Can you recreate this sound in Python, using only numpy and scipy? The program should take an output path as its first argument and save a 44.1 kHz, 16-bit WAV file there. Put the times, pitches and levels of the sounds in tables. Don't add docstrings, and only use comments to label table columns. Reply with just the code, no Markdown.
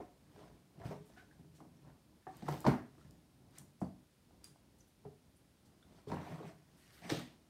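import sys
import numpy as np
from scipy import signal
from scipy.fft import rfft, irfft, next_fast_len
from scipy.io import wavfile
from scipy.ndimage import uniform_filter1d, map_coordinates

SR = 44100
rng = np.random.default_rng(int(sys.argv[2]) if len(sys.argv) > 2 else 0)


def log_audio(samples):
    frames = np.atleast_2d(samples).T
    limited = np.clip(frames, -1, 1)
    pcm = np.round(limited * 32767).astype(np.int16)
    wavfile.write(sys.argv[1], SR, pcm)


def field_ratio(decibels):
    return 10 ** (np.asarray(decibels, dtype=float) / 20)


N = 330309

# t/s, level/dB
HOUSE_LEVEL = [(0, -66), (.7, -67), (1.502, -67), (2.3, -66.5), (3.2, -66.5), (4.1, -68.5), (4.6, -68),
               (5.5, -69.5), (6.0, -66.5), (6.7, -68.5), (7.49, -67)]
# f/Hz, density/dB
RUMBLE_SPECTRUM = [(12, -57.5), (20, -44), (54, 0.5), (151, -0.5), (232, -2), (321, -4.5), (356, -7.5),
                   (452, -12.5), (594, -13.5), (1060, -19), (1200, -29), (1560, -61), (2640, -120)]
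HISS_SPECTRUM = [(710, -41), (1200, -0.5), (1510, -1.5), (1700, -2), (1830, -2.5), (2720, -3.5),
                 (3530, -3.5), (4530, -4), (5330, -4.5), (5880, -7), (6930, -7), (7640, -9), (8610, -6),
                 (12900, -10.5), (16200, -14.5)]

# f/Hz, level/dB, t60/s
HOLLOW_MODES = [(87.5, -2, 0.62), (144.4, 1, 0.2), (182, -2, 0.14), (250.7, -4.5, 0.58), (307.6, 0, 0.35),
                (412, -6.5, 0.41)]
PANEL_MODES = [(455.6, 9, 0.22), (586, -5.5, 0.53), (624.6, 11, 0.18), (725, 1.5, 0.41), (764.4, 5.5, 0.21),
               (892, -8.5, 0.74), (950, -5.5, 0.36), (1037, -12.5, 0.81), (1070, -10, 0.33),
               (1200, -9, 0.38), (1476, -10, 0.27), (1620, -11, .25), (2100, -17, .25)]
# f/Hz, density/dB
CRACK_SPECTRUM = [(710, -37.5), (1200, -12), (1850, -2.5), (3010, -10.5), (4310, -6.5), (7490, -20),
                  (14400, -36.5), (16000, -37.5)]

# t/s, thump peak level/dB, thump f/Hz, panel over thump level/dB, panel f/Hz
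RAPS = [(0.001, -41.5, 370, -1.5, 720), (0.909, -49.5, 200, 7.5, 625), (1.604, -50, 230, -0.5, 774),
        (1.603, -62, 300, 12, 1140), (2.267, -48.5, 399.4, 2.5, 796), (2.268, -51.5, 150, 10.5, 1210),
        (2.268, -58.5, 310, 13, 1620), (3.815, -29, 185, -4.5, 697), (3.814, -59, 298, 7, 1150),
        (5.05, -49, 412, -1, 785), (6.131, -38, 167, 0.5, 1050), (6.169, -39, 169.6, 2.5, 1013),
        (7.114, -43.5, 197, 8, 490)]
# t/s, peak level/dB, thump f/Hz
THUMPS = [(0.776, -50, 160), (0.846, -33, 126), (1.391, -48.5, 151), (1.651, -56, 240), (1.865, -49.5, 150),
          (2.523, -41.5, 310), (2.51, -41, 151), (2.679, -34, 260), (2.668, -26, 125), (2.972, -59, 240),
          (3.045, -50.5, 127), (3.087, -53, 155.5), (3.604, -52, 179), (5.052, -42, 148), (6.068, -41, 139),
          (6.07, -46, 390), (6.21, -43.5, 187), (6.306, -38.5, 154), (6.399, -43.5, 387), (6.438, -42, 164),
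          (7.115, -28, 294), (7.114, -34.5, 154.5), (7.171, -45, 252)]
# t/s, thump peak level/dB, thump f/Hz, panel over thump level/dB, panel f/Hz
SLAMS = [
    (0.798, -46, 103, -5, 676),
    (2.422, -37.5, 177, -8, 730),
    (2.463, -42.5, 149, -13, 726),
    (2.4838, -38, 298, 6, 903),
    (2.644, -34, 307, 0, 1141),
    (2.65, -29, 227, 2, 890),
    (2.6644, -16.5, 185.6, -2, 960),
    (2.717, -33.5, 270, 4.5, 900),
    (6.095, -40.5, 136, -7, 800),
    (6.117, -32, 185, -0.5, 966),
]
# t/s, thump peak level/dB, thump f/Hz, crack over thump level/dB
CLAW_STRIKES = [
    (0.36, -54, 192, -7),
    (7.018, -53, 180, -3),
    (7.047, -44, 185, -19),
    (7.099, -37, 357, 8.5),
    (7.149, -43.5, 291, -3),
    (7.17, -42, 184, 2),
]
# t/s, level/dB, f/Hz, t60/s
FREE_RINGS = [(2.268, -46, 759, .2), (2.268, -47, 845, .12), (2.672, -34, 250, 0.46),
              (5.051, -47.5, 410, 0.22), (7.114, -35, 420, 0.08), (6.303, -34, 165.7, 0.27),
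              (6.485, -55, 190, 0.1), (6.49, -56, 670, 0.2), (2.269, -56, 1790, 0.079),
              (2.7, -43, 194, 0.2), (2.678, -38, 790, 0.11), (2.668, -39, 1023, 0.2),
              (2.68, -46.5, 1464, 0.18), (3.825, -44, 188, 0.32), (3.835, -46, 150, 0.33),
              (3.82, -49, 307, 0.2), (3.819, -44, 655, 0.11), (2.55, -50, 770, 0.12),
              (6.072, -48, 425, 0.25), (.001, -49, 377, .22), (.001, -55, 291, .3), (0.00098, -54, 721, .3),
              (.001, -60, 1055, .25), (0.372, -58, 420, 0.5), (5.058, -51, 150, 0.22), (.912, -41, 418, .2),
              (1.003, -55, 415, .12), (.8, -58, 680, .4), (.865, -46, 300, .1), (6.398, -45, 430, .12),
              (6.431, -46, 405, .13), (7.19, -50, 240, .5), (2.52, -41, 310, .12), (2.78, -47, 130, .25),
              (2.735, -41, 750, .14), (2.672, -38, 650, .11), (5.06, -60, 720, .15), (6.25, -52, 715, .15),
              (7.14, -52, 1220, .12), (1.165, -70, 1720, .25), (1.185, -73, 2930, .1)]

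# peak t/s, peak level/dB, rise/s, fall/s
SHOVES = [(0.004, -50, .01, 0.07), (0.44, -58, 0.2, 0.22), (0.916, -43.5, 0.13, 0.11),
          (1.07, -58.5, 0.27, .14), (1.46, -59, 0.29, 0.51), (1.606, -51.5, .02, 0.13),
          (1.85, -60, 0.2, 0.15), (2.3, -54, 0.02, .5), (2.52, -38, .1, 0.093), (3.0, -62, .3, 0.37),
          (3.23, -67, 0.66, .05), (3.6, -62, .12, 0.43), (4.52, -59.5, 0.15, 0.047),
          (6.11, -41, 0.029, 0.18), (6.326, -50.5, 0.22, 0.38), (6.47, -53, 0.23, 0.09),
          (7.05, -51, 0.046, .04), (7.125, -34.5, .012, 0.094), (7.2, -63, .05, 0.087)]
# peak t/s, peak level/dB, rise/s, fall/s
SCRAPES = [(0.004, -59, 0.011, 0.16), (0.392, -57, 0.073, 0.24), (0.82, -59, 0.082, 0.17),
           (0.862, -52, 0.086, 0.11), (0.916, -49, 0.023, 0.075), (1.2, -74, .2, 0.071),
           (1.606, -63.5, 0.039, 0.042), (1.87, -66.5, 0.16, 0.18), (2.29, -59, 0.03, 0.2),
           (2.51, -48.5, 0.085, 0.23), (2.99, -73.5, 0.062, .2), (3.582, -67.5, 0.15, 0.096),
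           (4.44, -69.5, 0.016, 0.19), (5.99, -68, 0.28, 0.1), (6.122, -49, 0.051, 0.39),
           (6.31, -52, 0.14, 0.24), (6.49, -56.5, 0.24, 0.081), (6.95, -75, 0.37, 0.32),
           (7.045, -59.5, 0.034, 0.34), (7.1, -38, 0.0088, 0.037), (7.15, -46, 0.076, 0.085)]
# peak t/s, peak level/dB, rise/s, fall/s
RUBS = [(0.41, -69, 0.23, 0.22), (0.862, -60, 0.054, 0.12), (0.916, -64, .06, 0.054),
        (1.15, -73.5, 0.43, .4), (1.57, -71.5, .04, .03), (2.37, -65, 0.14, 0.22),
        (2.512, -53, 0.098, 0.19), (3.02, -74, 0.22, 0.28), (3.582, -60, 0.06, 0.04),
        (4.44, -66, .01, 0.11), (5.99, -72, 0.32, 0.068), (6.082, -61.5, 0.012, 0.12),
        (6.28, -63, 0.17, 0.23), (6.49, -64.5, 0.14, 0.066), (6.84, -70, 0.19, 0.55),
        (6.98, -65.5, 0.37, 0.11), (7.052, -58, 0.077, 0.21), (7.1, -43.5, 0.018, 0.12),
        (7.196, -55, .1, 0.063)]
# f/Hz, density/dB
SCRAPE_SPECTRUM = [(240, -31.5), (400, 4), (440, -12.5), (699, 0.5), (800, -8), (952, -4.5), (2770, -31),
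                   (4000, -51), (5200, -68), (8800, -120)]
FUR_SPECTRUM = [(710, -31), (1200, -2), (1370, -5), (1890, -3.5), (2650, -8), (3430, -8), (3700, -7.5),
                (6230, -11), (7250, -16.5), (8350, -11.5), (11200, -25.5), (14200, -17), (16000, -40)]

# t/s, peak level/dB, f/Hz
TAPS = [(1.1, -48.5, 604), (1.446, -54, 665), (1.651, -50, 684), (2.951, -51, 686), (4.308, -54, 756),
        (4.559, -50.5, 654), (5.985, -53.5, 780), (6.431, -44, 890), (6.073, -53, 517), (6.088, -50, 790),
        (6.101, -36, 800), (6.141, -32.5, 560), (6.171, -38.5, 560), (6.214, -43, 571), (6.255, -46, 716),
        (6.275, -45, 700), (2.482, -30.5, 1090), (2.485, -22.5, 750), (2.4885, -24, 560), (2.535, -44, 850),
        (5.049, -56, 950), (3.8145, -40, 1100), (0.375, -57, 423), (0.48, -60, 1500), (0.848, -50, 420),
        (0.909, -36, 420), (6.4, -50, 450), (2.72, -33.5, 560), (2.783, -41.5, 600), (3.818, -37, 484),
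        (7.1215, -34.5, 431), (6.116, -37, 950), (6.116, -48, 1700), (7.096, -39, 1700), (7.1, -43, 690),
        (0.931, -43, 450), (0.943, -46, 620), (0.963, -51, 700), (0.78, -55, 310), (7.176, -42, 480),
        (7.196, -50, 1250), (6.134, -42, 1000), (6.23, -50, 1050), (6.31, -48, 700), (2.682, -32, 800),
        (2.742, -40, 700), (3.866, -52, 800), (3.888, -54, 700)]
# width/Hz, t60/s, broad click level/dB
TAP_BODY = (570, 0.014, -15)
# t/s, peak level/dB, f/Hz, width/Hz, t60/s
BRUSHES = [(1.05, -72, 9000, 6000, 0.25), (1.545, -68, 5800, 7000, 0.2), (3.80, -65.5, 7350, 5480, 0.17),
           (4.44, -73, 1500, 3100, 0.12), (4.78, -67, 8500, 6080, .11), (4.80, -60.5, 6040, 1300, .067),
           (4.87, -72, 11000, 6030, 0.13), (5.358, -65, 9400, 2960, 0.082), (5.65, -69, 5000, 8100, 0.13),
           (6.76, -75, 9100, 4700, 0.81), (6.92, -71.5, 11800, 4600, 0.5), (7.02, -57.5, 1940, 700, 0.33),
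           (7.018, -56, 746, 200, 0.32), (2.495, -65, 13040, 4020, .4), (2.665, -64.5, 12500, 5000, 0.15),
           (2.67, -45, 1600, 800, 0.34), (4.452, -64, 7000, 6050, 0.17), (4.44, -67, 3500, 2500, .15),
           (0.845, -61.5, 1800, 900, 0.23), (6.11, -54.5, 1600, 790, 0.28), (6.27, -62, 1800, 1300, 0.38),
           (7.105, -48.5, 3300, 2200, .42), (7.105, -64, 13000, 4000, .3), (7.27, -66, 2500, 1300, 0.18),
           (6.44, -63, 2200, 600, .25), (6.325, -62, 1880, 300, .15), (6.47, -66, 1500, 600, .2),
           (7.2, -60, 1900, 350, .25), (6.18, -60, 1900, 1200, .35), (6.08, -62, 4000, 1500, .15),
           (2.6, -66, 15000, 2000, .1)]
# t/s, slip rate f/Hz, level/dB
CREAK_GLIDE = [
    (1.16, 751, -85),
    (1.175, 736, -65.5),
    (1.209, 739, -69.5),
    (1.24, 725, -83),
]
# multiple, level/dB
CREAK_ORDERS = [(1, -1), (2, 4), (3, -22), (4, -14), (5, -32), (6, -24)]
# t/s, peak level/dB, f/Hz
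SQUEAKS = [(1.311, -60, 1680), (1.7694, -68, 5700), (1.897, -59.5, 1500), (2.2223, -65, 1720),
           (2.98, -62, 1210), (3.0111, -60, 1350), (3.0465, -64.5, 1708), (3.843, -61, 4630),
           (4.44, -54, 4800), (4.443, -61, 2480), (4.806, -59.5, 6050), (5.825, -62, 1430),
           (5.8264, -61, 3440), (5.9838, -67, 3000), (6.427, -59, 3800)]
# width/Hz, t60/s, broad click level/dB
SQUEAK_BODY = (430, 0.034, -13.5)
# t/s, peak level/dB, f/Hz
TICKS = [(2.369, -47, 11800), (2.605, -42, 9500), (2.6148, -51, 8200), (3.1093, -54, 7010),
         (3.5089, -62, 7080), (3.5837, -42, 8950), (3.5856, -38.5, 7170), (3.5955, -57, 10600),
         (4.4413, -63, 8000), (4.443, -39, 8550), (4.4432, -50, 12500), (4.4476, -54, 9000)]
# width/Hz, t60/s, broad click level/dB
TICK_BODY = (6800, 0.0052, -17)
# f/Hz, t60/s
ROOM_DECAY = [(150, 0.37), (1000, 0.33), (4000, 0.31), (12000, 0.32)]


def unit(x):
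    return x / np.sqrt(np.mean(x ** 2) + 1e-20)


def along(points, hz):
    f, v = np.transpose(points)
    return np.interp(np.log(hz + 1), np.log(f + 1), v)


def wobble(rate, size=N):
    return map_coordinates(rng.standard_normal(int(size * rate / SR) + 4), [np.arange(size) * rate / SR])


def filtered(x, response):
    m = next_fast_len(len(x) + SR // 2)
    return irfft(rfft(x, m) * response(np.fft.rfftfreq(m, 1 / SR)), m)[:len(x)]


def coloured(x, spectrum):
    return unit(filtered(x, lambda hz: field_ratio(along(spectrum, hz))))


def band(x, hz, width_hz):
    return unit(signal.lfilter(*signal.iirpeak(hz, hz / width_hz, SR), x))


def add(track, s, sound):
    part = track[max(round(s * SR), 0):][:len(sound)]
    part += sound[:len(part)]


def air():
    level_db = np.interp(np.arange(N) / SR, *np.transpose(HOUSE_LEVEL)) + 1.9 * wobble(11)
    rumble = field_ratio(level_db) * coloured(rng.standard_normal(N), RUMBLE_SPECTRUM)
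    hiss = field_ratio(-77) * coloured(rng.standard_normal(N), HISS_SPECTRUM)
    return rumble + hiss


def blows():
    thumps = [(*row, -17.5, 786, -27) for row in THUMPS]
    raps = [(*row, -34) for row in RAPS]
    slams = [(*row, -14) for row in SLAMS]
    claws = [(s, db, hz, -8, 730, crack_db) for s, db, hz, crack_db in CLAW_STRIKES]
    return thumps + raps + slams + claws


def ring(modes, struck_hz, spread, chance, damp, slap, brief, dull, size):
    hz, db, t60 = np.transpose(modes)[:, :, None]
    hz = hz * (1 + 0.025 * chance[::-1, None])

    def since_arrival(f):
        delay = np.maximum(0.098 * (f ** -.5 - .03), 0)
        return np.maximum(np.arange(size) / SR - delay, 0)

    t = since_arrival(hz)
    off_pitch_db = np.minimum(6 * (np.log2(hz / struck_hz) / spread) ** 2, 18)
    level_db = db + 0.75 * chance[:, None] - off_pitch_db
    decay = field_ratio(level_db - 60 * t / (damp * t60))
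    onset = 1 - np.exp(-1.5 * t * hz)
    tones = np.sum(decay * np.sin(2 * np.pi * hz * t) * onset, axis=0)

    t = since_arrival(struck_hz)
    turns = struck_hz * t
    blow = slap * turns * np.exp(-brief * turns) * np.sin(2 * np.pi * turns)
    thud = band(band(rng.standard_normal(len(t)), struck_hz, 0.79 * struck_hz), struck_hz, 1.4 * struck_hz)
    thud = dull * thud * field_ratio(-60 * t / (0.32 * damp)) * (1 - np.exp(-turns))
    x = tones + blow + thud
    return x / np.max(np.abs(x))


def knocks():
    hollow, panel, cracks = np.zeros((3, N))
    t = np.arange(SR // 8) / SR
    crack = (1 - np.exp(-t / 0.0014)) * (field_ratio(-60 * t / 0.021) + field_ratio(-7.5 - 60 * t / 0.074))
    split = len(HOLLOW_MODES)
    for s, db, low_hz, panel_db, panel_hz, crack_db in blows():
        chance = rng.standard_normal(split + len(PANEL_MODES))
        boom = ring(HOLLOW_MODES, low_hz, 0.87, chance[:split],
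                    damp=0.43, slap=4.36, brief=1.26, dull=0.79, size=SR // 5)
        knock = ring(PANEL_MODES, panel_hz, 1.0, chance[split:],
                     damp=0.3, slap=10.9, brief=0.77, dull=1.0, size=SR // 8)
        add(hollow, s, field_ratio(db) * boom)
        add(panel, s, field_ratio(db + panel_db) * knock)
        add(cracks, s, field_ratio(db + crack_db - 6.5) * crack)
    panel = filtered(panel, lambda f: 1 / (1 + 1j * f / 2600) ** 3)
    return hollow, panel + cracks * coloured(rng.standard_normal(N), CRACK_SPECTRUM)


def rings():
    out, t = np.zeros(N), np.arange(SR // 3) / SR
    for s, db, hz, t60 in FREE_RINGS:
        turns = hz * t + 0.13 * wobble(40, size=len(t))
        flutter_db = 2.5 * np.minimum(hz / 500, 1) * wobble(60, size=len(t))
        level = field_ratio(db + flutter_db - 60 * t / t60)
        add(out, s, level * (1 - np.exp(-.5 * hz * t)) * np.sin(2 * np.pi * turns))
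    return out


def strokes(table):
    s, db, rise, fall = np.transpose(table)[:, :, None]
    t = np.arange(0, N / SR, .001)
    away = np.maximum((s - t) / np.maximum(rise, .004), (t - s) / np.maximum(fall, .004))
    gain = np.linalg.norm(field_ratio(db - 20 * away), axis=0)
    return np.interp(np.arange(N) / SR, t, gain)


def grit(rate, scatter_db, smooth):
    sizes = rng.standard_normal(N) * field_ratio(scatter_db * rng.standard_normal(N))
    slips = (rng.random(N) < rate / SR) * sizes
    return unit(slips) + smooth * rng.standard_normal(N)


def resonant(x, modes, widen):
    def body(f):
        total = 0
        for k, (hz, db, t60) in enumerate(modes):
            width = widen * np.log(1000) / (np.pi * t60)
            total = total + (-1) ** k * field_ratio(db) * 1j * f * width / (hz * hz - f * f + 1j * f * width)
        return total
    return unit(filtered(x, body))


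def flecked(x, depth_db):
    z = signal.stft(x, nperseg=256)[2]
    field = uniform_filter1d(rng.standard_normal(z.shape), size=3, axis=0)
    field = uniform_filter1d(field, size=6, axis=1)
    return unit(signal.istft(z * field_ratio(depth_db * unit(field)), nperseg=256)[1][:N])


def drags():
    levels = field_ratio(-2.5) * np.array([strokes(SHOVES), strokes(SCRAPES), strokes(RUBS)])
    shove = resonant(grit(150, scatter_db=2.5, smooth=0.95), HOLLOW_MODES, widen=1.5)
    shove = unit(shove + 0.99 * band(shove, 154.0, 42.0))
    slips = grit(700, scatter_db=1.0, smooth=0.8)
    scrape = .5 * resonant(slips, PANEL_MODES, widen=14.0)
    scrape = scrape + coloured(slips, SCRAPE_SPECTRUM) + 0.12 * band(slips, 1800, 880)
    scrape = flecked(scrape, depth_db=4.0)
    fur = flecked(coloured(grit(1500, scatter_db=3.5, smooth=1.2), FUR_SPECTRUM), depth_db=3)
    return np.sum(levels * [shove, scrape, fur], axis=0)


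def puffs(table, kind, rise, clear=0, size=SR // 8):
    out, t = np.zeros(N), np.arange(size) / SR
    for s, db, hz, width_hz, t60, broad_db in (row + kind for row in table):
        noise = rng.standard_normal(len(t))
        burst = band(band(noise, hz, width_hz), hz, 1.5 * width_hz)
        burst = burst + field_ratio(broad_db) * band(noise, 2495, 5100)
        tone = 1.47 * np.sin(2 * np.pi * hz * t)
        sound = (1 - clear) * burst + clear * tone
        add(out, s, field_ratio(db + 1.5 - 60 * t / max(t60, .003)) * (1 - np.exp(-t / rise)) * sound)
    return out


def creak():
    s, hz, db = np.transpose(CREAK_GLIDE)
    t, out = np.arange(s[0], s[-1], 1 / SR), np.zeros(N)
    slip_hz = np.interp(t, s, hz) * (1 + 0.029 * wobble(247, size=len(t)))
    turns = np.cumsum(slip_hz) / SR
    rasp = np.zeros(len(t))
    for k, level_db in CREAK_ORDERS:
        rasp += field_ratio(level_db + 6.0 * wobble(130, size=len(t))) * np.sin(2 * np.pi * k * turns)
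    rub = band(rng.standard_normal(len(t)), 1530, 800)
    add(out, s[0], field_ratio(np.interp(t, s, db)) * (rasp + 0.97 * rub))
    return out


def room(x):
    wet, step = np.zeros(N), SR // 3
    for start in range(0, N, step):
        hz, t, z = signal.stft(rng.standard_normal(SR // 2), SR, nperseg=256)
        decay = field_ratio(-60 * t / along(ROOM_DECAY, hz)[:, None])
        tail = signal.istft(z * decay, SR, nperseg=256)[1]
        echo = signal.fftconvolve(x[start:start + step], tail / np.linalg.norm(tail))
        add(wet, start / SR + .006, echo)
    return wet


def scene():
    def small_box(f):
        return (1j * f / (60 + 1j * f)) ** 2

    hollow, panel = knocks()
    hollow = filtered(hollow, small_box)
    free = rings()
    rubbing = filtered(drags(), small_box)
    taps = puffs(TAPS, TAP_BODY, clear=0.55, rise=0.00074)
    brushes = puffs(BRUSHES, (-16,), rise=0.012, size=SR // 3)
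    flap = creak()
    squeaks = puffs(SQUEAKS, SQUEAK_BODY, clear=0.44, rise=0.0016)
    ticks = puffs(TICKS, TICK_BODY, clear=0.15, rise=0.000193) + brushes
    sharp = panel + squeaks + taps
    send = field_ratio(-7.5) * hollow + field_ratio(-5.5) * sharp + field_ratio(-8.0) * rubbing
    send = send + field_ratio(-6) * ticks + field_ratio(-7.0) * flap + field_ratio(-8.5) * free
    return (hollow + sharp + rubbing + ticks + flap + free + room(send) + air())[None]


def roll_off(x):
    return signal.sosfilt(signal.butter(12, 16440, fs=SR, output="sos"), x)


def record(dry):
    mix = filtered(dry[0], lambda f: np.where(f < 15800, 1, .08))[None]
    return roll_off(mix)


dry = scene()
out = record(dry)
log_audio(out)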